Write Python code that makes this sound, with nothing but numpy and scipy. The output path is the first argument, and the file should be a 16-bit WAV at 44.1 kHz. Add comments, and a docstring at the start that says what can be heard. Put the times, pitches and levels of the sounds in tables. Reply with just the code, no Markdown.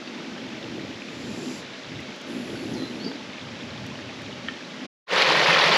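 """A wooded ravine: a stream purls some way off, wind brushes the microphone, twigs crack, leaves tick, a bird calls.
The sound cuts out, then fades in beside a small cascade: splashes, bubbles, slaps, hollow gulps between rocks.
Water is summed ringing bubbles plus noise; wind is shaped noise under gust envelopes; twigs are decaying modes;
leaves and slaps are noise bursts; bird notes and gulps are gliding sines. Both channels are alike."""
import sys
import numpy as np
from scipy import signal
from scipy.fft import rfft, irfft, next_fast_len
from scipy.io import wavfile
from scipy.ndimage import map_coordinates

SR = 44100
rng = np.random.default_rng(int(sys.argv[2]) if len(sys.argv) > 2 else 0)


def master_out(mix):
    """Clip the mix to full scale and print it as 16-bit PCM to the path in sys.argv[1]."""
    frames = np.transpose(np.atleast_2d(mix))
    ceiling = np.clip(frames, -1, 1)
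    pcm = np.round(ceiling * 32767).astype(np.int16)
    wavfile.write(sys.argv[1], SR, pcm)


N = 254456

CUT_S, FADE_START_S, FADE_END_S = 4.868, 5.063, 5.135


def amp(db):
    """Decibels to gain."""
    return 10 ** (np.asarray(db) / 20)


def unit(x):
    """Scale x to rms 1."""
    return x / np.sqrt(np.mean(x ** 2) + 1e-20)


def clock():
    """Time of each sample, s."""
    return np.arange(N) / SR


def curve(rows):
    """Interpolate (t/s, value) rows to one value per sample."""
    t_s, value = np.transpose(rows)
    return np.interp(clock(), t_s, value)


def wobble(rate_hz):
    """Smooth random curve with rate_hz knots a second."""
    knots = rng.standard_normal(int(N * rate_hz / SR) + 4)
    return map_coordinates(knots, [clock() * rate_hz])


def envelope(top_s, attack_s, hold_s, release_s):
    """Gain that swells to 1 at top_s, holds, then dies away."""
    t = clock()
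    swell = 1 + (t - top_s) / attack_s
    decay = 1 - (t - top_s - hold_s) / release_s
    return np.clip(np.minimum(swell, decay), 0, 1) ** 1.5


def filtered(x, response):
    """Apply a frequency response to x, zero-padded."""
    size = next_fast_len(N + SR // 2)
    spectrum = rfft(x, size) * response(np.fft.rfftfreq(size, 1 / SR))
    return irfft(spectrum, size)[..., :N]


def colour_gain(hz, colour):
    """Gain of an (f/Hz, level/dB) colour, interpolated over log frequency."""
    f_hz, level_db = np.transpose(colour)
    return amp(np.interp(np.log(hz + 1), np.log(f_hz), level_db))


def shaped(x, colour):
    """Filter x by a colour."""
    return filtered(x, lambda hz: colour_gain(hz, colour))


def noise(colour):
    """Gaussian noise of that colour, rms 1."""
    return unit(shaped(rng.standard_normal(N), colour))


def add(track, start_s, sound):
    """Mix a short sound into the track."""
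    part = track[round(start_s * SR):][:len(sound)]
    part += sound[:len(part)]


def bubbles(from_s, rate_hz, low_hz, high_hz, cycles, spread_db, rise, size):
    """Bubbles ring as decaying sines, rising in pitch as they surface; rms 1 from from_s on."""
    span_s = N / SR - from_s
    start, pitch, life, strength, sign = rng.random((int(rate_hz * span_s), 5)).T[:, :, None]
    hz = low_hz * (high_hz / low_hz) ** pitch
    tau_s = cycles * (.5 + life) / hz / np.pi
    t = np.arange(size) / SR
    # gain in proportion to hz evens out the summed spectrum
    gain = amp(-spread_db * np.log(strength + .01)) * hz * np.sign(sign - .5)
    glide = 1 + rise * t / (t + 4 * tau_s)
    decay = np.exp(-t / tau_s) * (1 - np.exp(-2 * hz * t))
    ring = gain * decay * np.sin(2 * np.pi * hz * glide * t)
    at = ((from_s + start * span_s) * SR).astype(int) + np.arange(size)
    mix = np.bincount(at.ravel(), ring.ravel(), N)[:N]
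    return unit(mix) * np.sqrt(span_s * SR / N)


def bursts(rows, t60_s, colour):
    """Short decaying noise bursts of one colour, each at its own peak level."""
    out, t = np.zeros(N), np.arange(SR // 20) / SR
    gain = colour_gain(np.fft.rfftfreq(len(t), 1 / SR), colour)
    lead_s = .001  # room ahead of the onset for the filter's spread
    for start_s, peak_db in rows:
        puff = rng.standard_normal(len(t)) * amp(-60 * t / t60_s) * (1 - np.exp(-2000 * t))
        burst = irfft(rfft(np.roll(puff, SR // 1000)) * gain)
        add(out, start_s - lead_s, amp(peak_db) * burst / np.abs(burst).max())
    return out


# stream spectrum: f/Hz, relative level/dB
BROOK_COLOUR_HZ_DB = [(180, -33.5), (300, -4.5), (387, -6), (462, -8), (577, -3.5), (733, -12.5), (860, -8),
                      (947, -12.5), (2280, -10), (3730, -12.5), (5740, -18.5), (7070, -26.5), (8980, -41.5),
                      (10900, -38.5), (13600, -68)]
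BROOK_DB = -40


def brook():
    """Far water: distance blends most bubbles into a wash of noise, a few still stand out."""
    purl = bubbles(from_s=0, rate_hz=600, low_hz=583.6, high_hz=4050, cycles=18, spread_db=3.5, rise=0.027, size=900)
    water = unit(shaped(amp(-12.5) * purl + rng.standard_normal(N), BROOK_COLOUR_HZ_DB))
    return amp(BROOK_DB + 0.14 * wobble(11)) * water


# wind spectra, rumble, rush, bright rush, two hiss bands: f/Hz, relative level/dB
BUFFET_COLOUR_HZ_DB = [(25, -40.5), (50, -41), (80, -17.5), (120, -9), (160, -14.5), (260, -17.5),
                       (600, -69)]
RUSH_COLOUR_HZ_DB = [(80, -51), (150, -7), (205, -1), (258, 4.5), (300, -3.5), (350, -7), (480, -10.5),
                     (800, -24.5), (2000, -57.5)]
BRIGHT_COLOUR_HZ_DB = [(150, -25.5), (260, -3.5), (335, 7.5), (450, -6), (700, -15.5), (1500, -49.5)]
HISS_LOWER_HZ_DB = [(3000, -33.5), (4700, -1.5), (6500, -7.5), (7300, -1), (8000, -16.5), (10000, -31)]
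HISS_UPPER_HZ_DB = [(7000, -18.5), (9500, -6), (10700, 0), (11900, -12), (12900, -18), (13800, -21)]
# strength of the rushing air, before trim: t/s, level/dB
BREEZE_S_DB = [(0.0, -38.5), (0.85, -35.5), (0.97, -39.5), (1.51, -33.5), (1.71, -47), (2.01, -37),
               (2.04, -42.5), (2.11, -37.5), (2.17, -45), (2.36, -32.5), (2.43, -34.5), (2.82, -30),
               (2.86, -37.5), (3.04, -35), (3.07, -30.5), (3.21, -41), (3.78, -40.5), (4.85, -40.5)]
# puffs buffeting the microphone, before trim: t at the top/s, hold/s, level/dB
PUFFS_S_S_DB = [(.34, 0.22, -52), (.70, 0.19, -47), (1.19, 0.094, -42.5), (1.58, 0.041, -52),
                (1.91, 0.062, -42), (2.36, 0.027, -49.5), (2.53, .2, -43), (2.8, 0.19, -48.5),
                (3.2, .08, -52), (3.46, 0.086, -45), (3.7, 0.12, -41), (3.92, 0.52, -47.5)]
# hiss in the two strongest gusts: t at the top/s, attack/s, hold/s, release/s, lower level/dB, upper level/dB
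HISSES_S_DB = [(1.5, 0.66, 0.078, 0.079, -46.5, -59), (2.29, .04, 0.44, 0.59, -57.5, -61)]
PUFF_ATTACK_S, PUFF_RELEASE_S = 0.098, 0.17
LULL_DB = -60.5  # buffeting floor, before trim
BRIGHT_FROM_DB, BRIGHT_RANGE_DB = -42.5, 6.5  # the bright rush grows in over this range


def wind():
    """Air rushes past the microphone, puffs rumble on it, the strongest gusts hiss; all shaped noise."""
    rush_db = curve(BREEZE_S_DB)
    eddies = wobble(25.0)

    puffs = amp(LULL_DB)
    for top_s, hold_s, level_db in PUFFS_S_S_DB:
        puffs = puffs + amp(level_db) * envelope(top_s, PUFF_ATTACK_S, hold_s, PUFF_RELEASE_S)
    buffet = puffs * amp(-0.5 + 0.66 * eddies) * noise(BUFFET_COLOUR_HZ_DB)

    brightness = np.clip((rush_db - BRIGHT_FROM_DB) / BRIGHT_RANGE_DB, 0, 1)
    air = noise(RUSH_COLOUR_HZ_DB) + amp(-4.5) * brightness * noise(BRIGHT_COLOUR_HZ_DB)
    rush = amp(rush_db - 1.5 + 1.0 * eddies) * air

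    lower, upper = noise(HISS_LOWER_HZ_DB), noise(HISS_UPPER_HZ_DB)
    hiss = np.zeros(N)
    for top_s, attack_s, hold_s, release_s, lower_db, upper_db in HISSES_S_DB:
        bands = amp(lower_db) * lower + amp(upper_db) * upper
        hiss += envelope(top_s, attack_s, hold_s, release_s) * bands
    return buffet + rush + hiss


# twigs cracking: t/s, peak level/dB, pitch factor on the modes/1
TWIGS_S_DB = [(0.075, -26.5, 1.55), (0.379, -29.5, 1.03), (1.735, -31, 1.3), (2.821, -30.5, 1.1),
              (3.115, -28, 0.514), (3.332, -29, 1.25), (4.4849, -16, 1.05)]
# wood modes: f/Hz, relative level/dB, t60/s
WOOD_HZ_DB_S = [(1280, -7, 0.03), (1730, 1.5, 0.024), (2090, -4, 0.018), (2930, 0, 0.017),
                (3090, -11.5, 0.021)]


def twigs():
    """A crack rings the wood's modes briefly; thinner twigs ring higher."""
    out, t = np.zeros(N), np.arange(SR // 10) / SR
    for start_s, peak_db, pitch in TWIGS_S_DB:
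        ring = np.zeros(len(t))
        for hz, level_db, t60_s in WOOD_HZ_DB_S:
            ring += amp(level_db - 60 * t / t60_s) * np.sin(2 * np.pi * hz * pitch * t)
        ring *= 1 - np.exp(-t / 0.0004)
        add(out, start_s, amp(peak_db) * ring / np.abs(ring).max())
    return out


def echo(x):
    """Trunks and slopes scatter a short tail: convolution with decaying noise."""
    t = np.arange(SR // 2) / SR
    tail = rng.standard_normal(len(t)) * amp(-60 * t / .4)  # t60 0.4 s
    return signal.fftconvolve(x, tail / np.linalg.norm(tail))[:N]


# dry leaves ticking: t/s, peak level/dB
TICKS_S_DB = [(0.4873, -52), (2.0028, -44), (2.161, -46), (2.2134, -41), (3.6242, -50), (3.8646, -39),
              (4.2168, -43.5)]


def leaves():
    """Dry leaves tick: short bright noise bursts."""
    colour = [(2000, -24), (6000, 10), (7500, 5.0), (11000, -2), (14000, -7)]  # f/Hz, level/dB
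    return bursts(TICKS_S_DB, t60_s=.025, colour=colour)


# bird notes, before trim: t/s, hold/s, start f/Hz, target f/Hz, glide time constant/s, level/dB
NOTES_S_HZ_DB = [(2.562, 0.038, 4650, 4370, .01, -45), (2.602, .018, 4450, 4650, .02, -42),
                 (2.737, .15, 6540, 4043, .012, -42.5), (3.0, 0.084, 4270, 5010, .09, -38.5),
                 (3.045, .004, 4950, 5500, .004, -35.5)]
NOTE_EDGE_S = .006  # swell and fade


def bird():
    """Thin sine whistles glide toward a target pitch, ever more slowly, and waver slightly."""
    song = np.zeros(N)
    for top_s, hold_s, from_hz, to_hz, glide_s, level_db in NOTES_S_HZ_DB:
        hz = to_hz + (from_hz - to_hz) * np.exp(-np.maximum(clock() - top_s, 0) / glide_s)
        gain = envelope(top_s, NOTE_EDGE_S, hold_s, NOTE_EDGE_S) * amp(level_db + 1.5 * wobble(60))
        phase = 2 * np.pi * np.cumsum(hz * (1 + 0.003 * wobble(150))) / SR
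        song += gain * np.sin(phase)
    return amp(-1.5) * song


def spray(rate_hz, life_s, spread_db):
    """Drops burst on stone: brief decaying puffs of noise of uneven size, rms 1."""
    when, strength = rng.random((int(rate_hz * N / SR), 2)).T
    drop_power = amp(-spread_db * np.log(strength + .01)) ** 2
    hits = np.bincount((when * N).astype(int), drop_power, N)
    power = signal.lfilter([1], [1, -np.exp(-2 / (life_s * SR))], hits)
    return unit(np.sqrt(power) * rng.standard_normal(N))


# hollows between the rocks: f/Hz, width/Hz, level/dB
HOLLOWS_HZ_HZ_DB = [(550, 92, -11.5), (1055, 29, -10), (1840, 73, -5)]


def hollows(f_hz):
    """Resonant air spaces: band-pass peaks added to the direct sound."""
    response = 1
    for hz, width_hz, level_db in HOLLOWS_HZ_HZ_DB:
        damping = 1j * f_hz * width_hz
        response = response + amp(level_db) * damping / (hz * hz - f_hz * f_hz + damping)
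    return response


# cascade spectrum: f/Hz, relative level/dB
FALL_COLOUR_HZ_DB = [(140, -53), (240, -20), (252, -29), (304, -7.5), (348, -8.5), (531, -0.5), (640, -6.5),
                     (1060, -2.5), (1260, -4), (2350, -2.5), (4480, -9), (5770, -18), (8960, -40),
                     (10800, -35), (13700, -56)]
# surges over the rocks, before trim: t/s, level/dB
FLOW_S_DB = [(5.14, -20.5), (5.146, -21.5), (5.222, -17.5), (5.238, -21.5), (5.264, -19), (5.704, -18),
             (5.71, -21), (5.724, -16.5), (5.765, -18)]
SPRAY_DB, FIZZ_DB, GURGLE_DB = 8.5, 6.5, -4.5  # re babble, before the filters


def falling_water():
    """Bubbles of three sizes and fine spray come in quick surges and ring in the hollows."""
    gurgle = bubbles(FADE_START_S, rate_hz=130, low_hz=326, high_hz=1328, cycles=11.5, spread_db=1.5,
                     rise=0.041, size=2200)
    babble = bubbles(FADE_START_S, rate_hz=1800, low_hz=295.0, high_hz=2970, cycles=14.2, spread_db=0.5,
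                     rise=0.07, size=800)
    fizz = bubbles(FADE_START_S, rate_hz=2600, low_hz=2973, high_hz=12270, cycles=21, spread_db=1.5,
                   rise=.06, size=300)
    splash = spray(rate_hz=1500, life_s=0.0026, spread_db=1.5)
    mix = amp(GURGLE_DB) * gurgle + babble + amp(FIZZ_DB) * fizz + amp(SPRAY_DB) * splash
    surge = amp(.6 * wobble(60))
    water = shaped(filtered(surge * mix, hollows), FALL_COLOUR_HZ_DB)
    level = water[clock() > FADE_END_S].std()
    return amp(curve(FLOW_S_DB) + 0.37) * water / level


# low churn spectrum: f/Hz, relative level/dB
CHURN_COLOUR_HZ_DB = [(30, -42), (70, -28), (115, -15.5), (160, -1.5), (200, -2.5), (260, -7.5), (500, -21),
                      (1500, -81)]


def churn():
    """Low rumble of the churning water: shaped noise, wavering in level."""
    return amp(-40.5 + 1.1 * wobble(25)) * noise(CHURN_COLOUR_HZ_DB)


# big air pockets pulled under: t/s, start f/Hz, peak level/dB
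GULPS_S_HZ_DB = [(5.127, 166, -38), (5.272, 149.5, -33), (5.342, 184, -31.5), (5.36, 148, -33),
                 (5.417, 143, -36), (5.478, 154, -26), (5.551, 156, -34), (5.652, 163, -28),
                 (5.69, 173, -29)]


def gulps():
    """Large air pockets swell and boom in the plunge pool as sines rising in pitch."""
    out, t = np.zeros(N), np.arange(SR // 6) / SR
    swell = (t / .017) ** 2 * np.exp(2 - 2 * t / .017)  # peaks at 17 ms
    for start_s, hz, peak_db in GULPS_S_HZ_DB:
        add(out, start_s, amp(peak_db) * swell * np.sin(2 * np.pi * hz * t * (1 + t)))
    return out


# water slapping rock: t/s, peak level/dB
SLAPS_S_DB = [(5.22, -10), (5.397, -15), (5.54, -15.5), (5.56, -15.5), (5.622, -9.5), (5.64, -7),
              (5.727, -13)]


def slaps():
    """Water slaps rock sharply: noise bursts in the cascade's colour."""
    return bursts(SLAPS_S_DB, t60_s=0.01, colour=FALL_COLOUR_HZ_DB)


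def cascade():
    """Water tumbles over rocks: fall, churn, gulps and slaps summed."""
    return falling_water() + churn() + gulps() + slaps()


def scene():
    """The ravine, a moment of silence, then the cascade."""
    cracks, song = twigs(), bird()
    scattered = echo(amp(-9.5) * cracks + amp(-3.5) * song)
    ravine = brook() + wind() + cracks + scattered + leaves() + song
    fade_out = np.clip((CUT_S - clock()) / .012, 0, 1)
    fade_in = np.clip((clock() - FADE_START_S) / (FADE_END_S - FADE_START_S), 0, 1) ** 2
    mono = fade_out * ravine + fade_in * cascade()
    return np.array([mono, mono])


NOTCH_HZ, NOTCH_WIDTH_HZ, TOP_HZ = 9050, 450, 13850


def record(dry):
    """The microphone has a narrow notch in the treble and a steep band limit."""
    def response(hz):
        """Notch times low-pass."""
        offset_hz = hz - NOTCH_HZ
        notch = np.abs(offset_hz) / np.hypot(offset_hz, NOTCH_WIDTH_HZ)
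        return notch * (hz < TOP_HZ)
    return filtered(dry, response)


dry = scene()
out = record(dry)
master_out(out)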